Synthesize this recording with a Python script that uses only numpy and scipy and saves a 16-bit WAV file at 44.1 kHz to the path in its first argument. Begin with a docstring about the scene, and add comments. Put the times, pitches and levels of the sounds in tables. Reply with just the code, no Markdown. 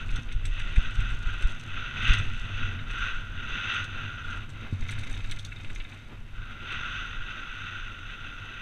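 """Low wind buffeting and a mount hum near 100 Hz set in at once, with gravel crunching under bicycle tyres.
A mountain bike rolls down a gravel trail, heard by a small camera in a closed housing on the rider's helmet.
Buffeting, hum and air rush are filtered noise; jolts are slow pressure swings pushing the membrane;
loose parts knock and stones tick as noise bursts through resonances; dense random cracks make the crunch."""
import sys
import numpy as np
from scipy import signal
from scipy.fft import rfft, irfft, next_fast_len
from scipy.io import wavfile

SR = 44100
rng = np.random.default_rng(int(sys.argv[2]) if len(sys.argv) > 2 else 0)


def dump_mix(stems):
    """Bounce the given channels to the path in sys.argv[1] as a 16-bit WAV at rate SR."""
    frames = np.atleast_2d(stems).T  # one column per channel
    limited = np.clip(frames, -1, 1)  # hard clip at full scale
    pcm = np.round(limited * 32767).astype(np.int16)
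    wavfile.write(sys.argv[1], SR, pcm)


N = 379701

# wind and mount, shaking at the helmet: [t/s, buffeting level/dB, hum level/dB]
AIR_LEVELS = [(0, -31, -37.5), (.5, -30, -45), (.9, -35, -39.5), (1.43, -33.5, -42), (1.9, -43.5, -41),
              (2.2, -24.5, -32.5), (2.4, -35, -44.5), (2.62, -39.5, -37.5), (3.24, -36.5, -43),
              (3.7, -41.5, -43), (4.2, -39.5, -40.5), (4.7, -42, -41), (5.2, -33, -41.5),
              (5.46, -40.5, -44), (6.2, -41.5, -45), (6.7, -38.5, -44), (7.4, -42, -48), (8.61, -43, -49)]
# wind buffeting spectrum: [f/Hz, level/dB]
BUFFET_SPECTRUM = [(8, 1), (20, 2.5), (35, 3.5), (60, -15.5), (100, -10.5), (200, -56.5), (1000, -120)]
# air rush spectrum: [f/Hz, level/dB]
RUSH_SPECTRUM = [(120, -8), (200, 0), (300, -3), (450, -10), (800, -12.5), (1200, -11.5), (3000, -15),
                 (6000, -44), (15000, -51)]
# helmet mount resonances: [f/Hz, width/Hz, level/dB]
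MOUNT_MODES = [(96.8, 25.5, 1.5), (141.6, 25.5, -8.5), (231.3, 35, -14.5)]
# bumps of the chin bar: [t/s, level/dB]
MOUNT_BLOWS = [(0.186, -28), (2.619, -32), (4.726, -20.5)]
# broad part of a bump: [f/Hz, level/dB]
THUD_SPECTRUM = [(60, -35), (150, -23), (300, -23.5), (600, -49), (3000, -110)]
# head jolts that suck the membrane out: [t/s, level/dB, time scale/ms]
JOLTS = [(0.138, -16, 19), (0.177, -25, 6.8), (0.36, -15, 12.7), (0.488, -19.5, 33), (0.616, -18.5, 20),
         (0.727, -27, 9.1), (0.78, -7, 9), (0.881, -21.5, 27), (0.988, -13.5, 9.2), (1.042, -24, 7.9),
         (1.122, -19, 10.4), (1.195, -25.5, 13), (1.267, -16, 12), (1.45, -10, 11.8), (1.53, -23.5, 31),
         (1.748, -24.5, 54), (2.103, -7.5, 9.3), (2.186, -25, 31), (2.252, -20, 47), (2.558, -25.5, 14),
         (2.637, -21, 21), (3.151, -22, 27), (3.381, -25.5, 21), (3.965, -28.5, 22), (4.821, -18.5, 17),
         (4.991, -22.5, 52), (5.124, -24, 29), (5.233, -26, 18), (5.307, -19.5, 35), (5.691, -22.5, 34),
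         (5.806, -23.5, 21), (6.768, -28, 14)]
# knocks of loose parts: [t/s, level/dB, f/Hz]
KNOCKS = [(0.089, -36, 2500), (0.2853, -39, 2670), (0.314, -37, 2570), (0.4492, -36.5, 2540),
          (0.5962, -32, 1500), (0.7597, -30, 2560), (1.0016, -32.5, 1930), (1.0989, -41, 1510),
          (1.422, -31.5, 3930), (2.7874, -35, 2720), (2.9, -31, 1520), (4.8234, -40, 1920),
          (4.889, -29, 2160), (4.9223, -31, 1630), (4.9503, -37, 2630), (4.9765, -36, 1600),
          (5.032, -34.5, 2510), (5.07, -36, 2070), (5.0998, -38, 1600), (5.1362, -36, 2900),
          (5.1632, -39, 2620), (5.2017, -36, 3730), (5.2427, -34, 2220), (5.2946, -37, 2600),
          (5.317, -31.5, 2500), (5.365, -38.5, 2130), (5.5174, -34, 2050), (5.5594, -36.5, 3820),
          (5.5992, -38.5, 2630), (5.6445, -35, 2770), (5.697, -36.5, 2240), (5.7578, -36.5, 2650),
          (5.7999, -32.5, 3600), (5.8069, -35.5, 2510), (5.846, -38, 2680), (5.92, -40, 2660)]
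# stones against rim and frame: [t/s, level/dB]
TICKS = [(0.102, -51), (0.124, -55), (0.159, -43), (0.2204, -52), (0.321, -45.5), (0.4525, -39),
         (0.5933, -43), (0.7562, -46), (0.9048, -56), (0.951, -51), (1.002, -46.5), (1.1025, -51.5),
         (1.223, -51.5), (1.421, -43), (1.517, -52.5), (1.596, -46.5), (2.029, -46), (2.0757, -45),
         (2.1335, -37), (2.183, -43), (2.377, -55), (2.4109, -57), (2.4518, -58), (2.9073, -50),
         (3.7359, -49), (3.8407, -46), (4.301, -50), (4.4922, -49.5), (4.841, -59), (4.8838, -46),
         (4.8946, -46), (4.9086, -42.5), (4.9856, -42.5), (5.034, -48), (5.0693, -50), (5.107, -48),
         (5.125, -50), (5.1444, -49), (5.238, -50.5), (5.294, -55), (5.3118, -38), (5.36, -53),
         (5.387, -42.5), (5.447, -41.5), (5.524, -59), (5.698, -54), (5.748, -47), (5.8885, -54),
         (5.9304, -58), (6.7207, -47), (7.0589, -60)]
# resonances excited by ticks: [f/Hz, width/Hz, level/dB]
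TICK_MODES = [(3600, 960, 11.5), (6205, 930, 7), (7750, 1900, 0.5), (8740, 380, -11), (11600, 710, -23),
              (13600, 1500, -30)]
# rocky stretches, small stones and parts chatter: [start t/s, end t/s, level/dB]
ROCKY_STRETCHES = [(0.0, 0.213, -60), (0.49, 1.65, -64), (2.0, 2.478, -62.5), (2.88, 3.22, -63),
                   (4.28, 4.36, -56), (4.71, 5.497, -62.5), (5.502, 6.05, -65)]
# chatter spectrum beside the tick modes: [f/Hz, level/dB]
CHATTER_SPECTRUM = [(2000, -24), (4500, 3), (7000, -11), (10000, -9), (15000, -34)]
# tyre crunch on gravel: [t/s, level/dB]
CRUNCH_LEVELS = [(0.0, -43), (0.08, -54), (0.16, -44), (0.25, -56.5), (0.46, -49.5), (0.58, -45),
                 (0.8, -42), (1.1, -44), (1.2, -51), (1.28, -46), (1.48, -43.5), (1.62, -51), (1.77, -39.5),
                 (1.94, -43), (2.08, -29.5), (2.17, -32.5), (2.28, -44), (2.48, -46.5), (2.63, -39),
                 (2.81, -50), (3.03, -38), (3.2, -45.5), (3.25, -51.5), (3.44, -41), (3.76, -33),
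                 (3.85, -41.5), (3.89, -46.5), (4.0, -42), (4.24, -48), (4.33, -43.5), (4.42, -50.5),
                 (4.48, -59.5), (4.62, -50.5), (4.74, -52.5), (4.95, -48.5), (5.7, -56.5), (5.95, -54),
                 (6.24, -63.5), (6.4, -54.5), (6.6, -50.5), (6.72, -39), (7.03, -41.5), (7.18, -46),
                 (7.32, -43), (7.44, -48), (7.6, -43), (8.0, -47), (8.61, -45.5)]
# housing resonances, facing ahead: [f/Hz, width/Hz, level/dB]
HOUSING_AHEAD = [(1955, 340, 0), (2640, 390, 4), (2930, 490, -2.5), (3467, 1120, -4.5), (3560, 240, -7.5)]
# housing resonances, facing the front wheel: [f/Hz, width/Hz, level/dB]
HOUSING_DOWN = [(1690, 290, -6.5), (2070, 180, -3.5), (2600, 160, -1.5), (3000, 230, -14.5),
                (3703, 330, -5.5)]
# housing shut-off above its top resonance: [f/Hz, level/dB]
HOUSING_EDGE = [(3880, 0), (4150, -12)]
# transmission through the housing wall: [f/Hz, level/dB]
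WALL_SPECTRUM = [(300, -21), (900, -24.5), (1700, -15), (2300, -5.5), (3900, -17.5), (4150, -25),
                 (4500, -27.5), (5200, -36.5), (7000, -45), (15000, -84)]
# helmet cavity resonances: [f/Hz, width/Hz, level/dB]
CAVITY_MODES = [(1425, 180, 5), (1552, 87, 3), (1216, 290, -20)]
# helmet cavity ring relative to the crunch: [t/s, level/dB]
CAVITY_LEVELS = [(0, 4), (.25, -1.5), (.55, -4), (1.3, 3.5), (1.63, -2), (1.8, 2), (2.2, -2.5), (3.1, 4.5),
                 (3.67, 0), (4.35, 5.5), (4.85, -4.5), (6.28, -2), (6.38, 6.5), (6.7, 3), (8.61, 1.5)]
# microphone port resonances, bright grit: [f/Hz, width/Hz, level/dB]
PORT_MODES = [(6176, 510, 8.5), (7440, 2300, -11.5)]

RUSH_DB, RUSH_PER_HUM, RUSH_PER_CRUNCH = -51.5, 0.38, 0.16  # level at mean hum and crunch; dB per dB of swing
SMOOTH_CHATTER_DB, ROCKY_EDGE_S = -72.5, 0.083
LOOK_DOWN_S, NOD_DOWN_S, LOOK_UP_S, NOD_UP_S = 4.4, 0.28, 5.95, 0.87  # head bows, for; lifts, for
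GRIT_DB, GRIT_DOWN_DB = -21, 0  # relative to the crunch; change with the head bowed
OPEN_TOP_DB, OPEN_TOP_HZ = 10.5, 8500  # bowed head: boost of tick modes above this
LOWPASS_HZ = 14950
BURST_LEN = 2640  # samples, 60 ms

T_S = np.arange(N) / SR
SIZE = next_fast_len(N + SR // 2)
HZ = np.maximum(np.arange(SIZE // 2 + 1) * SR / SIZE, 1)


def amp(db):
    """dB to gain."""
    return 10 ** (np.asarray(db) / 20)


def rms_one(x):
    """Scale to rms 1."""
    return x / np.sqrt(np.mean(x ** 2) + 1e-20)


def in_time(rows):
    """Interpolate the columns of a time table at every sample."""
    s, *columns = np.transpose(rows)
    return [np.interp(T_S, s, column) for column in columns]


def slope(points):
    """Power response through (f/Hz, level/dB) points, linear in log f."""
    hz, db = np.transpose(points)
    return amp(np.interp(np.log(HZ), np.log(hz), db)) ** 2


def peaks(modes, order=2):
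    """Power response of parallel resonances; higher order gives steeper skirts."""
    total = 0
    for hz, width_hz, db in modes:
        detuning = 2 * (HZ - hz) / width_hz
        total = total + amp(db) ** 2 / (1 + detuning ** 2) ** order
    return total


def colour(x, power):
    """Minimum-phase filter with this power response, by folding the cepstrum."""
    cepstrum = irfft(.5 * np.log(power + 1e-14), SIZE)
    cepstrum[1:SIZE // 2] *= 2
    cepstrum[SIZE // 2 + 1:] = 0
    response = np.exp(rfft(cepstrum))
    return irfft(rfft(x, SIZE) * response, SIZE)[:len(x)]


def drift(corner_hz):
    """Slow random curve, spread 1: noise through a double pole at 1/40 of the sample rate."""
    r = np.exp(-2 * np.pi * corner_hz * 40 / SR)
    noise = rng.standard_normal(N // 40 + 2002)
    slow = signal.lfilter([1], [1, -2 * r, r * r], noise)[2000:]  # drop the settling
    return np.interp(np.arange(N) / 40, np.arange(len(slow)), rms_one(slow))


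def grains(per_s, uneven_db):
    """Random clicks of uneven size and either sign, rms 1."""
    size_db = uneven_db * np.minimum(rng.exponential(1, N), 5)
    sizes = amp(size_db) * rng.choice([-1, 1], N)
    return rms_one(sizes * (rng.random(N) < per_s / SR))


def burst(decay_ms, bounce_db, rise_ms):
    """Contact with bounces: noise in 2 ms clumps, fast rise, decay with a weak 18 ms tail, rms 1."""
    t_s = np.arange(BURST_LEN) / SR
    clumps = amp(bounce_db * np.repeat(rng.standard_normal(30), 88))
    rise = 1 - np.exp(-1000 * t_s / rise_ms)
    decay = np.exp(-1000 * t_s / decay_ms) + 0.16 * np.exp(-t_s / 0.018)
    return rms_one(rng.standard_normal(BURST_LEN) * clumps * rise * decay)


def looking_down():
    """Head position: 0 facing ahead, 1 facing the front wheel, linear between."""
    bowing = (T_S - LOOK_DOWN_S) / NOD_DOWN_S
    lifting = 1 - (T_S - LOOK_UP_S) / NOD_UP_S
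    return np.clip(np.minimum(bowing, lifting), 0, 1)


def housing(modes):
    """Power response of the closed housing: its resonances plus what passes the wall."""
    return peaks(modes, order=3) * slope(HOUSING_EDGE) + slope(WALL_SPECTRUM)


def air_rush():
    """Rush of air: broad noise whose level partly follows the hum and the crunch."""
    _, hum_db = in_time(AIR_LEVELS)
    crunch_db, = in_time(CRUNCH_LEVELS)
    hum_swing_db, crunch_swing_db = hum_db - hum_db.mean(), crunch_db - crunch_db.mean()
    rush_db = RUSH_DB + RUSH_PER_HUM * hum_swing_db + RUSH_PER_CRUNCH * crunch_swing_db
    noise = rms_one(colour(rng.standard_normal(N), slope(RUSH_SPECTRUM)))
    return amp(rush_db + 2.07 * drift(19.0)) * noise


def buffeting():
    """Wind pressure at the microphone: lumpy low-frequency noise."""
    buffet_db, _ = in_time(AIR_LEVELS)
    noise = rms_one(colour(rng.standard_normal(N), slope(BUFFET_SPECTRUM)))
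    return amp(buffet_db + 3.0 * drift(6)) * noise


def mount_hum():
    """Shaken helmet mount: noise through its resonances, wavering in level."""
    _, hum_db = in_time(AIR_LEVELS)
    noise = rms_one(colour(rng.standard_normal(N), peaks(MOUNT_MODES)))
    return amp(hum_db + 1.6 * drift(6.2)) * noise


def mount_blows():
    """Chin bar bumps: impulses ring the mount and a broad thud."""
    blows = np.zeros(N)
    for s, db in MOUNT_BLOWS:
        blows[round(s * SR)] = amp(db + 53.5)
    return colour(blows, peaks(MOUNT_MODES) + slope(THUD_SPECTRUM))


def jolts(rebound=0.79, settle_s=0.017, leak_hz=3.7):
    """Suction builds up, snaps over into pressure and settles; the housing leaks the slowest part away."""
    out, t_s = np.zeros(N), np.arange(-4000, 6000) / SR
    for s, db, ms in JOLTS:
        u = 1000 * t_s / ms
        snap = .5 + .5 * np.tanh((u - .45) / .22)
        suction = np.exp(-.5 * (np.minimum(u, 0) / .6) ** 2)
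        pressure = rebound * np.exp(-np.abs(t_s) / settle_s)
        push = snap * pressure - (1 - snap) * suction
        out[round(s * SR) - 4000:][:10000] += amp(db) * push
    leak = signal.butter(1, leak_hz, "high", fs=SR, output="sos")
    return signal.sosfilt(leak, out)


def knocks():
    """Loose parts: dull bursts, each with its own resonance, through the facing-down housing and the cavity."""
    out = np.zeros(N + BURST_LEN)
    for s, db, hz in KNOCKS:
        b, a = signal.iirpeak(hz, 1.1, fs=SR)
        contact = burst(6.3, bounce_db=1.0, rise_ms=2.2)
        out[round(s * SR):][:BURST_LEN] += amp(db + 4.0) * signal.lfilter(b, a, contact)
    return colour(out[:N], housing(HOUSING_DOWN) + amp(-17.5) * peaks(CAVITY_MODES))


def chatter():
    """Small stones and parts: noise under decaying random grains, faint on smooth ground, up on rocky."""
    gain = amp(SMOOTH_CHATTER_DB)
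    for start_s, end_s, db in ROCKY_STRETCHES:
        begun = .5 + .5 * np.tanh((T_S - start_s) / ROCKY_EDGE_S)
        ended = .5 + .5 * np.tanh((T_S - end_s) / ROCKY_EDGE_S)
        gain = gain + amp(db) * (begun - ended)
    small = np.abs(grains(120, uneven_db=3.5)) + 0.055
    envelope = signal.lfilter([1], [1, -.99], small)
    noise = rms_one(envelope * rng.standard_normal(N))
    return colour(gain * noise, peaks(TICK_MODES) + slope(CHATTER_SPECTRUM))


def ticks():
    """Stones on rim and frame: bright bursts, each exciting the modes with strengths of its own."""
    tick_s, tick_db = np.transpose(TICKS)
    bursts = [burst(9.4, bounce_db=4.0, rise_ms=0.86) for _ in TICKS]
    bowed = looking_down()[(tick_s * SR).astype(int)]
    out = np.zeros(N)
    for mode in TICK_MODES:
        spread_db = 2.5 * rng.standard_normal(len(TICKS))
        top_db = OPEN_TOP_DB * bowed * (mode[0] > OPEN_TOP_HZ)
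        gains = amp(tick_db - 8.5 + spread_db + top_db)
        struck = np.zeros(N + BURST_LEN)
        for s, gain, contact in zip(tick_s, gains, bursts):
            struck[round(s * SR):][:BURST_LEN] += gain * contact
        out += colour(struck[:N], peaks([mode]))
    return out


def tyres():
    """Dense gravel cracks, in clumps, reach the microphone by housing, helmet cavity and port."""
    down = looking_down()
    crunch_db, = in_time(CRUNCH_LEVELS)
    cavity_db, = in_time(CAVITY_LEVELS)
    gravel = amp(crunch_db + 1.04 * drift(7.5)) * grains(5000.0, uneven_db=2.5)
    paths = [(housing(HOUSING_AHEAD), amp(1.0) * np.sqrt(1 - down)),
             (housing(HOUSING_DOWN), np.sqrt(down)),
             (peaks(CAVITY_MODES), amp(cavity_db)),
             (peaks(PORT_MODES), amp(GRIT_DB + GRIT_DOWN_DB * down))]
    out = np.zeros(N)
    for power, gain in paths:
        waver = amp(0.74 * drift(25.0))
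        out += gain * waver * colour(gravel, power / np.mean(power))  # unit mean power per path
    return out


def scene():
    """All sources at the one microphone."""
    air = air_rush() + buffeting() + mount_hum() + mount_blows()
    return (air + jolts() + knocks() + chatter() + ticks() + tyres())[None]


def record(dry):
    """Add faint low-tilted self-noise, cut the top with a steep lowpass."""
    hiss = amp(-74.0) * signal.lfilter([1, .45], [1, -.7], rng.standard_normal(dry.shape))
    lowpass = signal.ellip(10, .5, 60, LOWPASS_HZ, fs=SR, output="sos")
    return signal.sosfilt(lowpass, dry + hiss)


dry = scene()
out = record(dry)
dump_mix(out)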